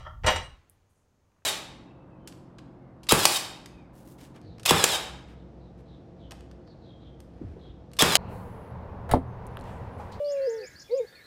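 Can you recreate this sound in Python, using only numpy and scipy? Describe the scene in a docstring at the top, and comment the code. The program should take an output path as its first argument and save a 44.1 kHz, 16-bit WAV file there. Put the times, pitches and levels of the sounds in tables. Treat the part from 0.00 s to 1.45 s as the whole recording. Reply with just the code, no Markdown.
"""In a quiet kitchen, a loaded wire dishwasher rack rumbles and rubs along its runners, clinking lightly.
At about 0.25 s it jolts against a stop: glasses and crockery knock together in one quick cluster
and ring, the steel tub booms underneath, thin wires jingle and the room echoes faintly.
After about 0.56 s the ring is cut short and fades quickly. At 0.7 s comes one tiny sharp tick,
then a soft shimmer of wires and a few faint taps over the hush of the room."""
import sys
import numpy as np
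from scipy import signal
from scipy.fft import rfft, irfft
from scipy.io import wavfile

SR = 44100
rng = np.random.default_rng(int(sys.argv[2]) if len(sys.argv) > 2 else 0)


def put_to_file(sound):
    """Save the sound as 16-bit audio at rate SR, in the file named by the first command-line argument."""
    columns = np.atleast_2d(sound).T  # one column per channel
    safe = np.clip(columns, -1, 1)
    whole_steps = np.round(safe * 32767)
    wavfile.write(sys.argv[1], SR, whole_steps.astype(np.int16))


N = 63945
T = np.arange(N) / SR
HZ = np.maximum(np.arange(N + 1) * SR / (2 * N), 1)  # the frequencies of a spectrum


def undb(db):
    """Turn decibels into a gain to multiply by."""
    return 10 ** (np.asarray(db) / 20)


def unit(x):
    """Scale to an average strength (rms) of 1."""
    return x / np.sqrt(np.mean(x ** 2))


def lookup(points, hz):
    """Read between the rows of a table, giving each octave equal room."""
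    freqs, values = np.array(points, float).T
    return np.interp(np.log(hz), np.log(freqs), values)


def tone(points):
    """Turn a table of frequencies and decibels into a gain at every frequency."""
    return undb(lookup(points, HZ))


def shape(x, gain):
    """Filter by a gain at each frequency, so that nothing sounds before its cause."""
    cepstrum = irfft(np.log(gain + 1e-7))
    cepstrum[1:N] *= 2
    cepstrum[N + 1:] = 0
    return irfft(rfft(x, 2 * N) * np.exp(rfft(cepstrum)))[:N]


def noise(gain):
    """Noise of strength 1, coloured by a gain at each frequency."""
    return unit(irfft(rfft(rng.standard_normal(2 * N)) * gain)[:N])


def fall(start, t60):
    """Jump to 1 at the start, then fade by 60 dB every t60 seconds (the fade time)."""
    return (T >= start) * undb(-60 * np.maximum(T - start, 0) / t60)


def soften(hz, bright_hz):
    """A gain that drops above bright_hz, as a softer contact gives less treble."""
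    return 1 / np.sqrt(1 + (hz / bright_hz) ** 4)


def spike(start):
    """A single hard contact, one sample long."""
    return 1. * (np.arange(N) == round(start * SR))


def ripple(depth_db=3.5, step_hz=90, from_hz=6000):
    """Many small wire resonances put random peaks in the treble."""
    grid = np.arange(0, SR / 2, step_hz)
    peaks = np.interp(HZ, grid, rng.standard_normal(len(grid)))
    return undb(depth_db * peaks * (1 - soften(HZ, from_hz)))


# tone of the quiet room: f/Hz, relative level/dB
KITCHEN_TONE = [(20, -7.5), (40, -6.5), (65, -4.5), (95, 3), (150, -8), (220, -8.5), (330, -10.5),
                (600, -14), (1000, -18), (2000, -26), (4000, -31.5), (5500, -31.5), (6600, -27.5),
                (8000, -35), (15500, -41.5)]
def kitchen():
    """The room gives a steady, low hush."""
    return undb(-69.5) * noise(tone(KITCHEN_TONE))


# knocks of the load: t/s, relative level/dB, brightness/Hz
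KNOCKS = [(-.03, -27, 6000), (0.2354, -24, 3060), (0.2421, -14.5, 2600), (0.2448, -10.5, 1700),
          (.2628, -11, 12000), (0.2642, -6.5, 10090), (0.2685, -5.5, 7496), (0.277, -2.5, 4400),
          (0.2811, -2.5, 4000), (.287, -11, 3400), (.294, -13.5, 3080), (0.305, -22, 11000),
          (.311, -3.5, 560), (0.347, -24.5, 13900), (0.36, -13, 7000), (0.418, -27, 2900)]
# tone of the crowd of weak resonances in rack and tub: f/Hz, relative level/dB
CROWD_TONE = [(100, -14), (200, -10.5), (360, -9.5), (600, -2), (1100, -2), (1550, -6.5), (2100, -5),
              (2600, -7), (3200, -7), (3550, -12.5), (4300, -14), (5000, -13.5), (5800, -12.5), (6450, -18),
              (7100, -15), (7850, -23.5), (8600, -14.5), (10500, -22.5), (14000, -27.5), (16000, -38.5)]
# how long that crowd rings: f/Hz, fade time/s
CROWD_FADE = [(150, .45), (600, .34), (1500, .38), (4000, 0.32), (8000, 0.3), (14000, .28)]
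def clatter(ring_db=-25.5, clack_db=-17, contact_db=-14.5):
    """Each knock is a click of contact, a short clack and a dense ring that fades band by band."""
    centres = np.geomspace(CROWD_FADE[0][0], CROWD_FADE[-1][0], num=8)
    bands = [np.interp(np.log(HZ), np.log(centres), row) for row in np.eye(len(centres))]
    colour = unit(tone(CROWD_TONE)) * ripple()
    out = 0
    for start, db, bright_hz in KNOCKS:
        crowd = rfft(rng.standard_normal(2 * N))
        ring = sum(irfft(crowd * band)[:N] * fall(start, lookup(CROWD_FADE, hz))
                   for hz, band in zip(centres, bands))
        clack = rng.standard_normal(N) * fall(start, t60=.081)
        hit = undb(ring_db) * ring + undb(clack_db) * clack + undb(contact_db) * spike(start)
        out += undb(db) * shape(hit, colour * soften(HZ, bright_hz))
    return out


# notes of the glasses and crockery: f/Hz, relative level/dB, fade time/s, waver speed/Hz
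DISH_NOTES = [(516, 1, .24, 8), (555, -4, .2, 8), (622, 0, .2, 12), (751, -5, .22, 10), (914, 2, .22, 14),
              (1044, -8, .36, 15), (1078, -9, .3, 15), (1313, -9, .36, 25), (1735, -8, .3, 20),
              (1885, -1, .26, 35), (2003, -2, .28, 20), (2293, -11, .36, 40), (2868, -1, .4, 45),
              (3020, -7, .3, 50), (3280, -6, .27, 45)]
# high notes of the rack's wires: f/Hz, relative level/dB, fade time/s, waver speed/Hz
WIRE_NOTES = [(3778, -7, .38, 25), (3925, -10, .36, 50), (4004, -9, .38, 30), (4618, -9, .3, 40),
              (4974, -13, .3, 45), (5437, -12, .32, 55), (5855, -6, .3, 55), (6050, -10, .3, 70),
              (6775, -11, .26, 50), (7482, -3, .18, 45), (8260, -5, .2, 55)]
def ringing(notes, rise_s=.003, cut_s=.56):
    """Every knock feeds each note, which fades fast, then slowly; close neighbours make it waver."""
    lag = np.exp(-1 / (rise_s * SR))
    # contact damps part of each ring at once
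    damped = [undb(-4) * fall(start, t60=.045) for start, _, _ in KNOCKS]
    out = 0
    for hz, db, t60, waver_hz in notes:
        energy = sum((undb(knock_db) * soften(hz, bright_hz) * (fall(start, t60) + quick)) ** 2
                     for (start, knock_db, bright_hz), quick in zip(KNOCKS, damped))
        swing = np.sqrt(signal.lfilter([1 - lag], [1, -lag], energy))
        waver = 1 + .4 * noise(soften(HZ, waver_hz))
        wander = .8 * noise(soften(HZ, waver_hz))
        phase = 2 * np.pi * (hz * T + rng.random()) + wander
        out += undb(db) * swing * waver * np.sin(phase)
    cut_short = (T < cut_s) + fall(cut_s, t60=.16)  # the ring fades quickly after cut_s
    return undb(-28.5) * cut_short * out


# loudness of the rumble: t/s, level/dB
RUMBLE_LEVEL = [(0, -47), (.1, -43), (.21, -46.5), (.26, -30), (.33, -43), (.45, -45), (.58, -57),
                (.64, -71.5), (.71, -71), (.82, -75.5), (.95, -80), (1.45, -75)]
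# tone of the rumble: f/Hz, relative level/dB
RUMBLE_TONE = [(15, -10), (40, 0), (75, -2), (125, -9), (180, -19), (300, -35.5), (600, -62)]
def rack_rumble():
    """The moving rack makes a low rumble, loudest at the jolt."""
    times, levels = np.array(RUMBLE_LEVEL).T
    return noise(tone(RUMBLE_TONE)) * undb(np.interp(T, times, levels))


# rubs on the runners: t/s, level/dB, half length/s, brightness/Hz
RUBS = [(.008, -55, 0.036, 4500), (0.054, -49.5, .005, 4511), (0.07, -37.5, .006, 2433),
        (0.101, -51.5, 0.011, 1200), (.17, -58.5, .03, 698.4)]
# resonances of the runners: f/Hz, width/Hz, relative level/dB
RUNNER_PEAKS = [(380, 200, -22), (540, 40, -9), (624, 60, -4), (760, 90, -8), (915, 70, -3),
                (1170, 180, -2), (1345, 100, 2), (1820, 260, -9), (3190, 200, -8), (5400, 1800, -25)]
def runners():
    """Short bursts of rubbing make the runners resonate, then die away in the tub."""
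    power = sum(undb(db) ** 2 / (1 + ((HZ - hz ** 2 / HZ) / width) ** 2) ** 2.1
                for hz, width, db in RUNNER_PEAKS)
    colour = unit(np.sqrt(power))
    out = 0
    for at, db, half_s, bright_hz in RUBS:
        push = np.exp(-.5 * ((T - at) / half_s) ** 2)
        echo = undb(-4) * fall(at, t60=.3)
        friction = rng.standard_normal(N) * np.hypot(push, echo)
        out += undb(db) * shape(friction, colour * soften(HZ, bright_hz))
    return out


# thuds of the tub and door: t/s, level/dB, f/Hz, rise time/s, fade time/s
THUDS = [(.2445, -10, 92, .005, .05), (.2695, -21, 118, .003, .07), (.2665, -23, 66, .004, .12),
         (.343, -30, 84, .004, .33), (.698, -60, 89, .003, .55)]
def tub_thuds():
    """The panels boom with low notes that die quickly."""
    out = 0
    for start, db, hz, rise, t60 in THUDS:
        age = np.maximum(T - start, 0)
        swell = 1 - np.exp(-age / rise)
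        out += undb(db) * swell * fall(start, t60) * np.sin(2 * np.pi * hz * age)
    return out


# tone of the kitchen's echo: f/Hz, relative level/dB
ECHO_TONE = [(60, -10), (170, 2.5), (400, -4), (900, -2), (2500, -7.5), (4500, -15), (8000, -26),
             (15000, -41)]
def room_echo():
    """The jolt lingers in the kitchen as a faint wash of noise."""
    return undb(-48.5) * noise(tone(ECHO_TONE)) * fall(start=.25, t60=1.05)


# brushes of wire on wire: t/s, level/dB, f/Hz, width/Hz, rise time/s, fade time/s
JINGLES = [(0.297, -46, 12030, 4505, .004, 0.18), (.348, -55, 12500, 4000, .003, 0.089),
           (0.426, -57.5, 8350, 805, 0.0019, 0.25), (.89, -75, 9500, 6070, 0.0092, .3),
           (.945, -75, 8000, 4000, .015, 0.44)]
def jingles():
    """Thin wires touch and shimmer briefly in the treble."""
    out = 0
    for start, db, hz, width, rise, t60 in JINGLES:
        shimmer = noise(soften(HZ - hz, width / 2) * ripple())
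        swell = 1 - np.exp(-np.maximum(T - start, 0) / rise)
        out += undb(db) * shimmer * swell * fall(start, t60)
    return out


# tone of the tick: f/Hz, relative level/dB
TICK_TONE = [(1000, -36), (5000, -28), (7000, -15), (8600, -1), (11000, 0), (13000, -5), (16000, -13)]
def tick(start=.6977):
    """One tiny hard contact gives a bright tick with a faint echo."""
    echo = undb(-36) * rng.standard_normal(N) * fall(start, t60=.2)
    return undb(-25) * shape(spike(start) + echo, tone(TICK_TONE))


# faint taps of the rack: t/s, level/dB
TAPS = [(1.026, -89), (1.124, -77), (1.253, -72), (1.284, -75.5), (1.318, -66), (1.363, -66), (1.385, -68),
        (1.402, -80), (1.421, -64)]
# tone of a tap: f/Hz, relative level/dB
TAP_TONE = [(200, 3), (700, -8), (1100, 8), (1900, -6.5), (2700, -4.5), (3500, -42), (10000, -51)]
def taps():
    """The rack taps lightly: each tap is a dull puff of noise with a faint echo."""
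    out = 0
    for start, db in TAPS:
        echo = undb(-16) * fall(start, t60=.3)
        out += undb(db) * noise(tone(TAP_TONE)) * (fall(start, t60=.02) + echo)
    return out


def scene():
    """Add the rack, its load and the kitchen into one channel."""
    load = clatter() + ringing(DISH_NOTES) + ringing(WIRE_NOTES)
    rack = jingles() + rack_rumble() + runners() + tub_thuds() + tick() + taps()
    return (load + rack + kitchen() + room_echo())[None]


def record(dry, top_hz=15700):
    """The microphone cuts the highest treble."""
    return signal.sosfilt(signal.ellip(8, .2, 70, top_hz, fs=SR, output="sos"), dry)


dry = scene()
out = record(dry)
put_to_file(out)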